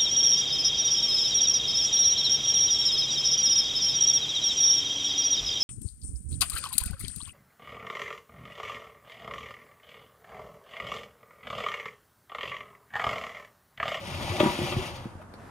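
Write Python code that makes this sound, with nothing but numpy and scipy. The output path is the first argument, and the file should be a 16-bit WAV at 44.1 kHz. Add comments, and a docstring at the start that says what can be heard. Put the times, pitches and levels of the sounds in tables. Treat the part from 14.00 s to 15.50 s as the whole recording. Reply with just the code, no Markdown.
"""Grit crunches under the runners of a loaded steel sled pulled once across asphalt: tiny random impacts,
coloured as stone and ringing the frame's modes, over a filtered noise rumble and gliding sine thuds.
Short tones groan, coarse grit surges, snags chatter, crushed stones scratch and steel clanks in decaying sines.
The scraping dies away to soft shoe scuffs and a noise clink from the slack strap's hook.
Behind it lie faint traffic, made of coloured noise, and the wavering sine of a distant engine."""
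import sys
import numpy as np
from scipy import signal
from scipy.fft import rfft, irfft
from scipy.io import wavfile
from scipy.ndimage import uniform_filter1d

SR = 44100
rng = np.random.default_rng(int(sys.argv[2]) if len(sys.argv) > 2 else 0)


def to_wav(s):
    """Save 16-bit WAV."""
    ch = np.atleast_2d(s).T  # columns
    pcm = np.round(np.clip(ch, -1, 1) * 32767)  # PCM
    wavfile.write(sys.argv[1], SR, pcm.astype(np.int16))


N = 66150  # samples, 1.5 s

# Drive of the scraping as the pull builds and dies: (time [s], level [dB])
SLIDE_LEVEL = [(0, -7.5), (.08, -2.5), (.23, 1), (.38, 3), (.5, 4.5), (.6, 2), (.66, 4), (.76, 0.5),
               (.855, 1.6), (.9, -3), (1.02, -10.5), (1.11, -24), (1.22, -33), (1.28, -42)]
# Colour of the grit under the runners: (frequency [Hz], relative level per Hz [dB])
GRIT_COLOUR = [(60, -13), (150, -4), (330, -9), (440, -8.5), (560, -1.5), (1000, -6), (1550, -10.5),
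               (2100, -7.5), (3200, -9.5), (4100, -14), (6800, -21.5), (7600, -24.5), (8700, -16.5),
               (9500, -24), (14500, -29)]
GRIT_DB, GRIT_PER_S, GRIT_SPREAD_DB = -38, 5000, 0
JUDDER_DB, JUDDER_HZ = 1.4, 69.32  # random flutter of the scraping: depth and rate
# The level drive is raised to this exponent below the split; the hiss above follows it directly
HISS_FROM_HZ, GRIND_EXPONENT = 1840, 0.9
# Ringing modes of frame and plates: (frequency [Hz], relative level [dB], time to fall 60 dB [s])
FRAME_MODES = [(156.7, 4, 1), (240.3, 0.5, 0.26), (273, 2, 0.13), (348, 3.5, 0.15), (365.5, 10, 0.153),
               (599.5, 6, 0.099), (814, -1.5, 0.16), (858, 1.5, 0.039), (945, 2, 0.26), (1180, 1, 0.057),
               (2780, -22, 0.22)]
FRAME_DB, FRAME_WANDER, FRAME_WANDER_HZ = -46, .018, 22  # wander is a fraction of the mode's pitch
# Low rumble of the runners: (time [s], level [dB])
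RUMBLE_LEVEL = [(0, -50), (.1, -46.5), (.23, -38.5), (.28, -43), (.37, -67), (.55, -64), (.6, -41.5),
                (.68, -45), (.79, -31), (.825, -56), (.93, -43.5), (1.1, -49.5), (1.2, -61)]
# Colour of the rumble: (frequency [Hz], relative level per Hz [dB])
RUMBLE_COLOUR = [(25, -52), (45, 2.5), (75, 2), (115, 2.5), (180, -7), (400, -52)]

# Distant traffic: (frequency [Hz], relative level per Hz [dB])
TRAFFIC_COLOUR = [(25, 5.5), (70, 0), (190, 2.5), (400, -4), (1000, -4.5), (1600, -10), (2300, -21),
                  (4000, -29.5), (6500, -30), (10000, -28.5), (15000, -44)]
TOWN_DB, TOWN_SWELL_DB, HUM_HZ, HUM_DB = -47.5, 1, 90.2, -54

# Stick-slip groans of a sled resonance: (start [s], length [s], frequency [Hz], peak level [dB])
GROANS = [(.01, 0.036, 558, -38.5), (0.323, 0.055, 599, -34.5), (.44, 0.053, 153.2, -25.5),
          (0.587, 0.1, 356.5, -35), (0.774, 0.049, 369.5, -30)]
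GROAN_WAVER, GROAN_WAVER_HZ = 0.018, 78.5  # fraction of the pitch, and rate

# The load drops back on its runners: (time [s], middle of the pitch sag [Hz], level [dB], decay [s])
THUDS = [(0.077, 177, -34, 0.018), (0.298, 99.7, -26, 0.019), (.405, 359, -14, 0.0039),
         (0.4319, 279, -11, 0.0028), (0.4599, 232, -15.5, 0.0053), (0.589, 305, -17.5, 0.0015),
         (0.617, 233, -19, 0.0024), (.63, 150, -27.5, 0.011), (0.767, 144, -20.5, 0.0064),
         (0.792, 77, -38, 0.0021), (1.056, 188, -25, 0.0031), (1.065, 162, -33.5, 0.0049),
         (1.153, 117, -31, 0.0028)]
THUD_RISE_S, THUD_SAG = 0.0013, 0.263  # sag is a fraction of the pitch, each way
THUD_RING_DB = -7  # ringing frame against the thuds

# A runner grinds over coarse grit: (start [s], length [s], level [dB])
GRINDS = [(0.189, 0.06, -38), (0.295, 0.037, -37), (1.038, 0.021, -44), (1.211, 0.023, -45.5)]
# Colour of the coarse grit: (frequency [Hz], relative level per Hz [dB])
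COARSE_COLOUR = [(300, 1.5), (850, -0.5), (1250, -0.5), (5000, -30.5)]
COARSE_PER_S = 1200

# The runners snag and the plates chatter: (time [s], level [dB], decay [s])
SNAGS = [(0.39, -29.5, 0.0034), (0.398, -23.5, 0.018), (0.43, -30, 0.063), (0.715, -32.5, 0.0059)]
# Colour of the chatter: (frequency [Hz], relative level per Hz [dB])
CHATTER_COLOUR = [(70, -27.5), (200, -2.5), (340, 6.5), (450, -18), (600, 0), (950, -2.5), (1500, -2),
                  (2000, -6.5), (3300, -14.5), (4200, -40), (7000, -21), (15000, -37)]
SNAG_RISE_S, CHATTER_PER_S, CHATTER_RING_DB = 0.00866, 2600, 1
CHATTER_SPREAD_DB = 2  # shared with the coarse grit

# A stone is crushed under a runner: (time [s], level [dB], decay [s])
SCRATCHES = [(0.397, -21.5, 0.0052), (0.643, -42, 0.018), (0.714, -32, 0.0086)]
# Colour of the crushed stone: (frequency [Hz], relative level per Hz [dB])
STONE_COLOUR = [(300, 14), (1000, -1), (1600, -13), (2300, 8), (3300, 15), (4300, -3.5), (7000, -19.5),
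                (15000, -20)]
STONE_RISE_S, STONE_PER_S, STONE_SPREAD_DB = 0.0067, 7000, 1

# Steel knocks on steel as the sled jerks and settles: (time [s], frequency [Hz], level [dB], decay [s])
CLANKS = [(0.399, 600, -16, 0.019), (0.435, 952, -22.5, 0.01), (1.195, 616, -42.5, 0.011),
          (1.3365, 530, -42.5, 0.0024)]
CLANK_RISE_S = 0.0063

# Soft shoe scuffs as the pull ends: (time [s], level [dB], rise [s], decay [s])
SCUFFS = [(1.13, -71, 0.039, 0.077), (1.37, -54, 0.032, 0.67)]
# Colour of the shoe: (frequency [Hz], relative level per Hz [dB])
SHOE_COLOUR = [(200, 12.5), (850, -5), (1500, 3), (3200, -9), (5500, -14), (8000, -23), (15000, -24)]

# The strap's hook clinks: (time [s], level [dB])
CLINKS = [(1.338, -34)]
CLINK_DECAY_S = 0.0021
# Colour of the hook: (frequency [Hz], relative level per Hz [dB])
HOOK_COLOUR = [(150, 9), (600, 1.5), (1400, -8), (3300, -19), (4300, -12.5), (7000, -33), (10000, -19.5),
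               (15000, -30)]

# Phase between left and right: (frequency [Hz], lead of the left [rad])
STEREO_PHASE = [(20, 0.35), (1000, 0.56), (1400, 1.3), (1700, 4.36), (3100, 7.06), (4000, 8), (5000, 14.54),
                (6500, 12.55), (14200, 26.23)]
# Balance of left and right: (frequency [Hz], left minus right [dB])
STEREO_BALANCE = [(150, 0), (700, 2), (1300, 3), (2400, 4), (3300, 7), (4600, 0), (6000, 1.5), (9000, -0.5)]
# Scatter from road and house fronts: (frequency [Hz], level against the direct sound [dB])
STREET_COLOUR = [(80, 0), (400, -23.5), (1000, -4), (2000, -9.5), (5000, -1), (12000, -14)]
STREET_DECAY_S = 0.016
LOW_CUT_HZ, TOP_HZ = 44, 14700  # range that the phone passes


def undb(db):
    """Decibels to gain."""
    return 10 ** (np.asarray(db) / 20)


def unit(x):
    """Scale to rms 1."""
    return x / np.sqrt(np.mean(x ** 2))


def clock():
    """Time of every sample, in seconds."""
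    return np.arange(N) / SR


def curve(rows):
    """Gain over time from (time [s], level [dB]) points."""
    return undb(np.interp(clock(), *np.array(rows).T))


def bins():
    """Frequencies of the padded spectrum, in Hz."""
    return np.arange(N + 1) * SR / (2 * N)


def response(rows):
    """Gain over frequency from (frequency [Hz], level [dB]) points, joined on a log axis."""
    hz, db = np.array(rows).T
    return undb(np.interp(np.log(bins() + 1), np.log(hz), db))


def shape(x, gain):
    """Filter by a gain for each frequency."""
    return irfft(rfft(x, 2 * N) * gain)[..., :N]


def colour(x, rows):
    """Causal filter through (frequency [Hz], level [dB]) points that keeps the power of white noise."""
    cepstrum = irfft(np.log(unit(response(rows))))
    # folding the cepstrum forward in time gives minimum phase
    cepstrum[1:N] *= 2
    cepstrum[N + 1:] = 0
    return shape(x, np.exp(rfft(cepstrum)))


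def walk(rate):
    """Smooth random wander of rms 1, heading for a new value at the given rate in Hz."""
    hold = max(int(SR / rate), 1)
    steps = rng.standard_normal(N)[np.arange(N) // hold]
    return unit(uniform_filter1d(steps, hold))


def grains(rate, spread_db):
    """Random tiny impacts at a mean rate per second, rms 1; a wider spread makes a few stand out."""
    hit = rng.random(N) < rate / SR
    size = undb(spread_db * np.minimum(rng.exponential(size=N), 4))
    sign = np.sign(rng.standard_normal(N))
    return unit(hit * size * sign)


def burst(start, rise, decay):
    """Straight rise, then exponential decay."""
    age = clock() - start
    return np.clip(age / rise, 0, 1) * np.exp(-np.maximum(age - rise, 0) / decay)


def frame(force):
    """The steel frame and plates ring with their modes, which wander as the contact with the road shifts."""
    out = np.zeros(N)
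    for hz, db, t60 in FRAME_MODES:
        pitch = hz * (1 + FRAME_WANDER * walk(FRAME_WANDER_HZ))
        turn = np.exp(2j * np.pi * np.cumsum(pitch) / SR)
        keep = np.exp(-np.log(1000) / (t60 * SR))  # left of the ring after one sample
        # spin the force down to zero pitch, let it decay there, spin it back up
        ring = (turn * signal.lfilter([1], [1, -keep], force * turn.conj())).imag
        out += undb(db) * np.sqrt(2 * (1 - keep ** 2)) * ring
    return out / np.linalg.norm([undb(db) for _, db, _ in FRAME_MODES])


def juddering_grit():
    """Steady grit impacts whose level flutters at random."""
    return grains(GRIT_PER_S, GRIT_SPREAD_DB) * unit(undb(JUDDER_DB * walk(JUDDER_HZ)))


def scrape():
    """Juddering grit, one random stream for the low grind and one for the high hiss, rings the frame; it rumbles."""
    low = 1 / (1 + (bins() / HISS_FROM_HZ) ** 4)  # share of the power that grinds
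    drive = curve(SLIDE_LEVEL)
    grind = shape(juddering_grit() * drive ** GRIND_EXPONENT, np.sqrt(low))
    hiss = shape(juddering_grit() * drive, np.sqrt(1 - low))
    force = grind + hiss
    rumble = colour(rng.standard_normal(N), RUMBLE_COLOUR) * curve(RUMBLE_LEVEL)
    return undb(GRIT_DB) * colour(force, GRIT_COLOUR) + undb(FRAME_DB) * frame(force) + rumble


def town(alike_hz=900):
    """Far traffic, alike left and right only in the bass, and a wavering engine hum."""
    mid, side = colour(rng.standard_normal((2, N)), TRAFFIC_COLOUR) * undb(TOWN_SWELL_DB * walk(6.7))
    alike = np.clip(0.88 / (1 + (bins() / alike_hz) ** 2), 0, 1)
    shared = shape(mid, np.sqrt((1 + alike) / 2))
    opposed = np.array([[1], [-1]]) * shape(side, np.sqrt((1 - alike) / 2))
    pitch = HUM_HZ * (1 + 0.016 * walk(11.6))
    hum = np.sin(2 * np.pi * np.cumsum(pitch) / SR) * undb(2 * walk(30.2))
    return undb(TOWN_DB) * (shared + opposed) + undb(HUM_DB) * unit(hum)


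def groans():
    """A runner sticks and slips: short wavering tones of one resonance that swell and fade."""
    out = np.zeros(N)
    for start, length, hz, db in GROANS:
        age = clock() - start
        pitch = (age > 0) * hz * (1 + GROAN_WAVER * walk(GROAN_WAVER_HZ))
        swell = np.sin(np.pi * np.clip(age / length, 0, 1))
        out += undb(db) * swell * np.sin(2 * np.pi * np.cumsum(pitch) / SR)
    return out


def thuds():
    """Heavy, quickly damped bounces whose pitch sags as the contact relaxes; the frame rings on."""
    out = np.zeros(N)
    for start, hz, db, decay in THUDS:
        age = np.maximum(clock() - start, 0)
        # the pitch glides from 1 + sag down towards 1 - sag
        turns = hz * ((1 - THUD_SAG) * age + 2 * THUD_SAG * decay * (1 - np.exp(-age / decay)))
        out += undb(db) * burst(start, THUD_RISE_S, decay) * np.sin(2 * np.pi * turns)
    return out + undb(THUD_RING_DB) * np.std(out) * unit(frame(out))


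def grinds():
    """Coarse grit catches under a runner in short surges of sparse impacts."""
    effort = np.zeros(N)
    for start, length, db in GRINDS:
        effort += undb(db) * np.sin(np.pi * np.clip((clock() - start) / length, 0, 1))
    return colour(grains(COARSE_PER_S, CHATTER_SPREAD_DB) * effort, COARSE_COLOUR)


def snags():
    """Each snag sets off a dying chatter of steel on steel that also rings the frame."""
    effort = sum(undb(db) * burst(start, SNAG_RISE_S, decay) for start, db, decay in SNAGS)
    force = grains(CHATTER_PER_S, CHATTER_SPREAD_DB) * effort
    return colour(force, CHATTER_COLOUR) + undb(CHATTER_RING_DB) * frame(force)


def scratches():
    """Crushed stone: crunches of dense impacts over the scraping."""
    effort = sum(undb(db) * burst(start, STONE_RISE_S, decay) for start, db, decay in SCRATCHES)
    return colour(grains(STONE_PER_S, STONE_SPREAD_DB) * effort, STONE_COLOUR)


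def clanks():
    """Hard steel contacts, each with one short ring."""
    out = np.zeros(N)
    for start, hz, db, decay in CLANKS:
        tone = np.sin(2 * np.pi * hz * (clock() - start))
        out += undb(db) * burst(start, CLANK_RISE_S, decay) * tone
    return out


def scuffs():
    """Rubber soles shift on the road: soft swells of fine friction impacts."""
    effort = sum(undb(db) * burst(start, rise, decay) for start, db, rise, decay in SCUFFS)
    return colour(grains(5500, 2.3) * effort, SHOE_COLOUR)


def hook():
    """A short dull clink of noise as the strap goes slack."""
    effort = sum(undb(db) * burst(start, .0015, CLINK_DECAY_S) for start, db in CLINKS)
    return colour(rng.standard_normal(N) * effort, HOOK_COLOUR)


def place(x):
    """The sled lies to the left: that side leads in phase, mostly louder, followed by scatter from the street."""
    lead = np.interp(bins(), *np.array(STEREO_PHASE).T)
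    tilt = np.sqrt(response(STEREO_BALANCE))  # half of the balance goes to each side
    direct = shape(x, np.array([tilt, np.exp(-1j * lead) / tilt]))
    tail = rng.standard_normal((2, N)) * burst(0.0024, 0.0014, STREET_DECAY_S)
    tail /= np.linalg.norm(tail, axis=1, keepdims=True)
    scatter = signal.fftconvolve(direct, tail, axes=1)[:, :N]
    return direct + shape(scatter, response(STREET_COLOUR))


def scene():
    """The sled and its strap to the left, with the puller's shoes central, in the quiet street."""
    sled = scrape() + groans() + thuds() + grinds() + snags() + scratches() + clanks()
    return place(sled + hook()) + town() + scuffs()


def record(dry):
    """The phone cuts the deepest bass and the top of the treble."""
    bass_cut = signal.butter(2, LOW_CUT_HZ, "high", fs=SR, output="sos")
    treble_cut = signal.ellip(10, .2, 80, TOP_HZ, fs=SR, output="sos")
    return signal.sosfilt(treble_cut, signal.sosfilt(bass_cut, dry))


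dry = scene()
out = record(dry)
to_wav(out)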